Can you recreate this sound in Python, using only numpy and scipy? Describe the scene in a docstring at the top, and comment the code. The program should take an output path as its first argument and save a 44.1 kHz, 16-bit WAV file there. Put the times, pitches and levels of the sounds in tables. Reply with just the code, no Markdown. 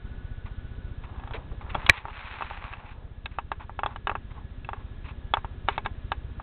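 """On a carpet, a cat plays right beside a small hand-held camera that is moved along the floor.
Under a soft rumble and hiss, the camera's electronics add a thin whine and a low throb.
The plastic case bumps and rubs over the carpet, and paws and fur scuff it. Light taps, most
likely claws, make the case ring. One hard click overloads the microphone, so the sound
turns quieter and then creeps back."""
import sys
import numpy as np
from scipy import signal
from scipy.fft import rfft, irfft
from scipy.io import wavfile

SR = 44100
rng = np.random.default_rng(int(sys.argv[2]) if len(sys.argv) > 2 else 0)


def file_out(sig):
    """Save sig as 16-bit WAV at sys.argv[1]."""
    # one column per channel
    cols = np.atleast_2d(sig).T
    # limit, then scale
    lim = np.clip(cols, -1, 1)
    pcm = np.round(lim * 32767).astype(np.int16)
    wavfile.write(sys.argv[1], SR, pcm)


N = 283166
TIME = np.arange(N) / SR
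FRAME_HZ = 15  # pictures the camera takes each second


def amp(db):
    """Turns decibels into a number to multiply a sound by."""
    return 10 ** (np.asarray(db) / 20)


def unit(x):
    """Scales a signal to an average size (rms) of 1."""
    return x / np.sqrt(np.mean(x ** 2) + 1e-20)


def add(mix, start_s, sound):
    """Mixes a sound in at the given time."""
    part = mix[max(round(start_s * SR), 0):][:len(sound)]
    part += sound[:len(part)]


def coloured(x, colour):
    """Shapes the lows and highs of x along (frequency [Hz], level [dB]) points, at size 1."""
    hz, db = np.transpose(colour)
    freqs = np.fft.rfftfreq(len(x), 1 / SR)
    gain = amp(np.interp(np.log(freqs + 1), np.log(hz), db))
    return unit(irfft(rfft(x) * gain, len(x)))


def lowpass(x, hz, order=2):
    """Softens everything above hz without delaying the sound."""
    return signal.sosfiltfilt(signal.butter(order, hz, fs=SR, output="sos"), x)


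def wander(hz):
    """A smooth random drift of size 1, with up to about hz wiggles a second."""
    freqs = np.fft.rfftfreq(N, 1 / SR)
    return unit(irfft(rfft(rng.standard_normal(N)) * np.exp(-(freqs / hz) ** 2), N))


def ring(hz, db, fade_s):
    """One blow starts several tones together; each drops 60 dB in its fade time."""
    t = np.arange(SR // 8) / SR
    fades = amp(db[:, None] - 60 * t / fade_s[:, None])
    return (fades * np.sin(2 * np.pi * hz[:, None] * t)).sum(0)


# The lows and highs of the background noise: (frequency [Hz], relative level [dB])
BACKGROUND_COLOUR = [(10, -4), (30, 2.5), (60, -0.5), (110, -7), (160, -10.5), (240, -14.5), (310, -19.5),
                     (500, -20), (1000, -22.5), (1600, -23.5), (2100, -28.5), (3700, -29), (4400, -45)]

def background(rumble_db=-43, hiss_db=-58):
    """The room and the hand make a low, wavering rumble under a soft hiss."""
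    noise = coloured(rng.standard_normal(N), BACKGROUND_COLOUR)
    rumble = lowpass(noise, 500, order=4)
    hiss = unit(noise - rumble) * amp(hiss_db - 0.15 * wander(30))
    return unit(rumble) * amp(rumble_db + 1.1 * wander(20)) + hiss


# Faint electrical tones that never stop: (pitch [Hz], level [dB], pitch drift [Hz])
WHINE_TONES = [(243, -60.5, 13), (374, -66.5, 13), (1694, -67, 6)]

def whine(pulse_hz=1473, pulse_db=-56.5, stop_s=0.955):
    """The electronics sing thinly; one extra tone pulses with the pictures and stops early."""
    pulses = .5 + .5 * np.tanh(3 * np.cos(2 * np.pi * FRAME_HZ * TIME) + 1)
    fade_out = np.clip((stop_s - TIME) / .02, 0, 1)
    out = amp(pulse_db) * pulses * fade_out * np.sin(2 * np.pi * pulse_hz * TIME)
    for hz, db, drift_hz in WHINE_TONES:
        tone = np.sin(2 * np.pi * np.cumsum(hz + drift_hz * wander(27)) / SR)
        out += amp(db) * unit(tone * amp(2 * wander(15)))
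    return out


def throb(first_s=.0467, dip_s=.0056, dip_db=-26.5, third_boost_db=1.5):
    """Each picture draws a gulp of current that leaks into the sound; every third is stronger."""
    frames_passed = (TIME - first_s) * FRAME_HZ + 1
    frame = np.floor(frames_passed).astype(int)
    depth_luck, length_luck = rng.standard_normal((frame.max() + 1, 2))[frame].T
    depth = amp(dip_db + third_boost_db * (frame % 3 == 1) + 1.15 * depth_luck)
    in_dip = frames_passed % 1 < (dip_s + 0.00021 * length_luck) * FRAME_HZ
    # the microphone passes no steady pressure, so each dip swings back
    swing_back = signal.butter(2, 25, "high", fs=SR, output="sos")
    return signal.sosfilt(swing_back, lowpass(-depth * in_dip, 175))


# The dull sound of a bump: (frequency [Hz], relative level [dB])
BUMP_COLOUR = [(40, -1.5), (130, -3), (250, -12.5), (420, -2.5), (560, -6), (900, -9.5), (1500, -22.5),
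               (4000, -37)]
# The camera bumps and drags on the carpet: (time [s], level [dB], decay time [s])
CAMERA_BUMPS = [(1.338, -34.5, 0.04), (1.515, -37.5, 0.016), (1.751, -24, .0093), (1.8949, -15.5, .0055),
                (2.95, -46, 0.14), (4.114, -27, .0056)]

def bumps():
    """The carpet cushions each bump of the camera to a dull puff."""
    out, t = np.zeros(N), np.arange(SR // 2) / SR
    for start_s, db, decay_s in CAMERA_BUMPS:
        puff = coloured(rng.standard_normal(len(t)), BUMP_COLOUR)
        rise_and_fall = (1 - np.exp(-10 * t / decay_s)) * np.exp(-t / decay_s)
        add(out, start_s, amp(db) * puff * rise_and_fall)
    return out


# The lows and highs of rubbing: (frequency [Hz], relative level [dB])
RUB_COLOUR = [(100, -19.5), (400, -5), (650, -1.5), (880, 3.5), (1150, 0), (1500, 3), (2000, -2.5),
              (2550, -3), (3050, -8), (3700, -11.5), (4300, -18.5)]
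# Where the case rings when rubbed: (pitch [Hz], width [Hz], relative level [dB])
RUB_RINGS = [(860, 70, -2.5), (1099, 260, 4.5), (2010, 200, -1.5), (2480, 650, 2.5), (3500, 570, -1)]

def friction(ring_db, catch_db, catches_per_s=900):
    """Carpet fibres catch and let go in a dense stream; returns the dull and bright parts."""
    strengths = rng.standard_normal(N) * amp(2.4 * np.minimum(rng.exponential(1, N), 4))
    catches = strengths * (rng.random(N) < catches_per_s / SR)
    scrape = coloured(rng.standard_normal(N) + amp(catch_db) * unit(catches), RUB_COLOUR)
    rub = scrape
    # as the touching point moves, the tones of the case take turns
    for hz, width_hz, db in RUB_RINGS:
        ringing = signal.lfilter(*signal.iirpeak(hz, hz / width_hz, fs=SR), scrape)
        rub = rub + ringing * amp(db + ring_db + 4 * np.tanh(wander(13)))
    rub = unit(rub * amp(2 * wander(52)))
    dull = lowpass(rub, 1200)
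    return dull, rub - dull


def stroke(dull, bright, bright_db):
    """Blends the two parts of a rub; faster rubbing has more bright and less dull."""
    gain = amp(bright_db)
    return (dull + gain * bright) / np.sqrt((1 + gain ** 2) / 2)


# Pushes of the case over the carpet:
# (time [s], speeding up [s], steady [s], slowing down [s], level [dB])
CAMERA_PUSHES = [(1.0, 0.058, 0.3, 0.13, -50.5), (1.57, .24, 0.069, .04, -41.5),
                 (1.95, 0.22, 0.33, 0.54, -36.5)]

def sliding(neutral_db=-39, bright_per_db=1.7):
    """The case slides over the carpet; the faster it goes, the louder and brighter it sounds."""
    speed = np.zeros(N)
    for start_s, rise_s, hold_s, slow_s, db in CAMERA_PUSHES:
        corners_s = start_s + np.cumsum([0, rise_s, hold_s, slow_s])
        speed += amp(db) * np.interp(TIME, corners_s, [0, 1, 1, 0])
    bright_db = bright_per_db * (20 * np.log10(speed + 1e-6) - neutral_db)
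    dull, bright = friction(ring_db=-7, catch_db=-0.5)
    return speed * stroke(dull, bright, bright_db)


# Short scuffs on the carpet: (time [s], length [s], level [dB], brightness [dB])
CARPET_SCUFFS = [(.456, 0.034, -45, -0.5), (1.035, .03, -46, -3), (1.334, 0.043, -34, 25),
                 (1.61, 0.027, -43.5, -3.5), (1.693, 0.033, -42, 6), (1.9, .14, -32, 0),
                 (2.85, 0.13, -46.5, 5), (3.31, 0.088, -51, 4), (3.597, 0.056, -36, -9.5),
                 (3.87, 0.11, -43.5, -17), (4.339, 0.1, -46.5, -16), (4.72, 0.14, -49, -9.5),
                 (5.043, 0.09, -45, 1.5), (5.674, .12, -43, 7), (5.848, .016, -38.5, 4)]

def scuffs(faint_count=4, faint_s=0.038, faint_db=-52):
    """Paws, fur and case brush the carpet in quick swells; a few faint ones come at random."""
    dull, bright = friction(ring_db=1.5, catch_db=-4)
    faint = [(start_s, faint_s, faint_db, 0) for start_s in rng.random(faint_count) * N / SR]
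    out = np.zeros(N)
    for start_s, length_s, db, bright_db in list(CARPET_SCUFFS) + faint:
        progress = np.clip((TIME - start_s) / length_s, 0, 1)
        swell = np.sin(np.pi * progress ** 0.48)
        out += amp(db) * swell * stroke(dull, bright, bright_db)
    return out


def judder(start_s=1.162, stop_s=1.32, slips_per_s=27, first_db=-41, growth_db_per_s=73):
    """The slowly pushed case sticks and slips, ticking ever harder until it snags."""
    out = np.zeros(N)
    for slip_s in np.arange(start_s, stop_s, 1 / slips_per_s):
        lateness, uneven_db = rng.standard_normal(2)
        strength_db = first_db + growth_db_per_s * (slip_s - start_s) + uneven_db
        add(out, slip_s + 0.0016 * lateness, tap(strength_db, bright_db=-3))
    return out


# The tones of a small stiff part: (pitch [Hz], relative level [dB], fade time [s])
CLICK_TONES = [(1130, -20, .03), (1710, -9.5, .03), (1928.6, -9.5, 0.036), (2322, 0.5, 0.014),
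               (2755, -23.5, .03), (3260, -8.5, 0.0097), (3956, -10.5, 0.019)]

def click(start_s=1.8956, ring_db=8, crack_db=-14, thump_db=-8.5, thump_hz=95):
    """A stiff part snaps and rings once, and jolts the whole camera."""
    out, t = np.zeros(N), np.arange(SR // 8) / SR
    ringing = amp(ring_db) * ring(*np.transpose(CLICK_TONES)) * (1 - np.exp(-t / 0.00087))
    crack = amp(crack_db) * rng.standard_normal(len(t)) * np.exp(-t / .004)
    thump = amp(thump_db) * np.sin(2 * np.pi * thump_hz * t) * np.exp(-t / 0.0072)
    add(out, start_s, ringing + crack + thump)
    return out


# The tones of the struck plastic case: (pitch [Hz], relative level [dB], fade time [s])
CASE_TONES = [(409, -16.5, 0.072), (670, -17.5, 0.035), (830, -6, 0.049), (914, 3.5, 0.026),
              (1053.4, -11, 0.064), (1156, 6, 0.017), (1306, -6, 0.025), (1608, -6.5, 0.033),
              (2192, -14, 0.026), (2250, -15.5, 0.04), (2626, -4, 0.024), (2930, -9.5, 0.026),
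              (3360, -7, 0.023), (3662, -7.5, .015), (3868, -18.5, 0.017)]

def tap(strength_db, bright_db, contact_s=0.00056, tick_hz=1200, skid_s=0.013):
    """A tip hits a random spot on the case; a hard tip favours high tones, a soft one low tones."""
    t = np.arange(SR // 8) / SR
    hz, db, fade_s = np.transpose(CASE_TONES)
    highness = np.clip(np.log2(hz / 1300) * 1.5, 0, 1)
    lowness = np.clip(np.log2(1500 / hz), 0, 1)
    spot = rng.uniform(-1, 1, len(hz))  # each spot has its own mix of tones
    body_db = -1.5 * max(bright_db + 2, 0)  # a hard tip thins out the low tones
    tones_db = db + bright_db * highness + body_db * lowness + 4 * spot * (1 + highness)
    tones_db -= 10 * np.log10(np.sum(amp(tones_db) ** 2) / np.sum(amp(db) ** 2))  # same total power
    ringing = ring(hz * (1 + .01 * spot[::-1]), tones_db, fade_s) * (1 - np.exp(-t / contact_s))
    # the first push of the tip: one and a half swings
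    phase = np.pi * tick_hz * t - 2.5
    tick = amp(-9 + body_db / 2) * (2 * phase ** 2 - 1) * np.exp(-phase ** 2)
    # the tip skids a little after it lands
    skid = coloured(rng.standard_normal(len(t)), RUB_COLOUR) * np.exp(-t / skid_s)
    # a soft tip cannot shake the highest tones
    top_hz = np.clip(4100 + 100 * bright_db, 2000, 8000)
    soften = signal.butter(6, top_hz, fs=SR, output="sos")
    return amp(strength_db) * signal.sosfilt(soften, amp(-6) * (ringing + tick) + amp(-24) * skid)


# Taps on the case: (time [s], strength [dB], brightness [dB])
CLAW_TAPS = [(1.746, -22.5, 0.5), (1.7511, -16.5, -6), (1.8638, -18.0, 8), (1.8909, -12.5, 2),
             (2.0536, -17, -16), (2.0827, -22, -12), (2.409, -16.5, -13), (2.422, -12.5, -6),
             (2.5094, -19.5, -18), (2.735, -22, 1.5), (3.2579, -17.5, 5.5), (3.3862, -12.0, -6.5),
             (3.517, -12.0, -4), (3.695, -25.5, -15), (3.791, -16.5, -5.5), (3.834, -10.5, -9.5),
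             (3.8611, -12, -2.5), (3.9602, -22.0, -1), (4.071, -10.0, -4.5), (4.0952, -12, -8),
             (4.1155, -18.5, -14), (4.153, -15.5, -8.5), (4.6464, -32, 7), (4.6893, -19.5, -5.5),
             (4.732, -20.5, -6), (5.3377, -7.0, 0), (5.3705, -16.5, -10.5), (5.4458, -24.0, -10.5),
             (5.6854, -8.5, -3), (5.779, -15.0, -2.0), (5.8601, -16.5, -1), (6.1185, -13.5, -0.5),
             (6.3988, -26.5, -14)]

def claws():
    """The claws strike the case, often in quick twos and threes."""
    out = np.zeros(N)
    for start_s, strength_db, bright_db in CLAW_TAPS:
        add(out, start_s, tap(strength_db, bright_db))
    return out


def scene():
    """All the sounds meet at one microphone."""
    mix = claws() + click() + bumps() + sliding() + scuffs()
    return (mix + throb() + whine() + background() + judder())[None]


def record(dry, top_hz=4270, ceiling=0.85, max_cut_db=7.0, recover_db_per_s=2.04):
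    """The camera drops the highs; an overload clips and turns the volume down, then it creeps back."""
    muffled = signal.oaconvolve(dry[0], signal.firwin(161, top_hz, window=("kaiser", 7), fs=SR), "same")
    overload_db = np.clip(20 * np.log10(abs(muffled) / ceiling + 1e-9), 0, max_cut_db)
    recovery_db = TIME * recover_db_per_s
    held_db = np.maximum.accumulate(overload_db + recovery_db) - recovery_db
    lag = np.exp(-1 / (0.01 * SR))  # the volume takes about 10 ms to react
    cut_db = signal.lfilter([1 - lag], [1, -lag], held_db)
    clipped = np.clip(muffled / amp(cut_db), -ceiling, ceiling)
    trim_highs = signal.firwin(511, 16200, window=("kaiser", 9), fs=SR)
    return signal.oaconvolve(clipped, trim_highs, "same")[None]


dry = scene()
out = record(dry)
file_out(out)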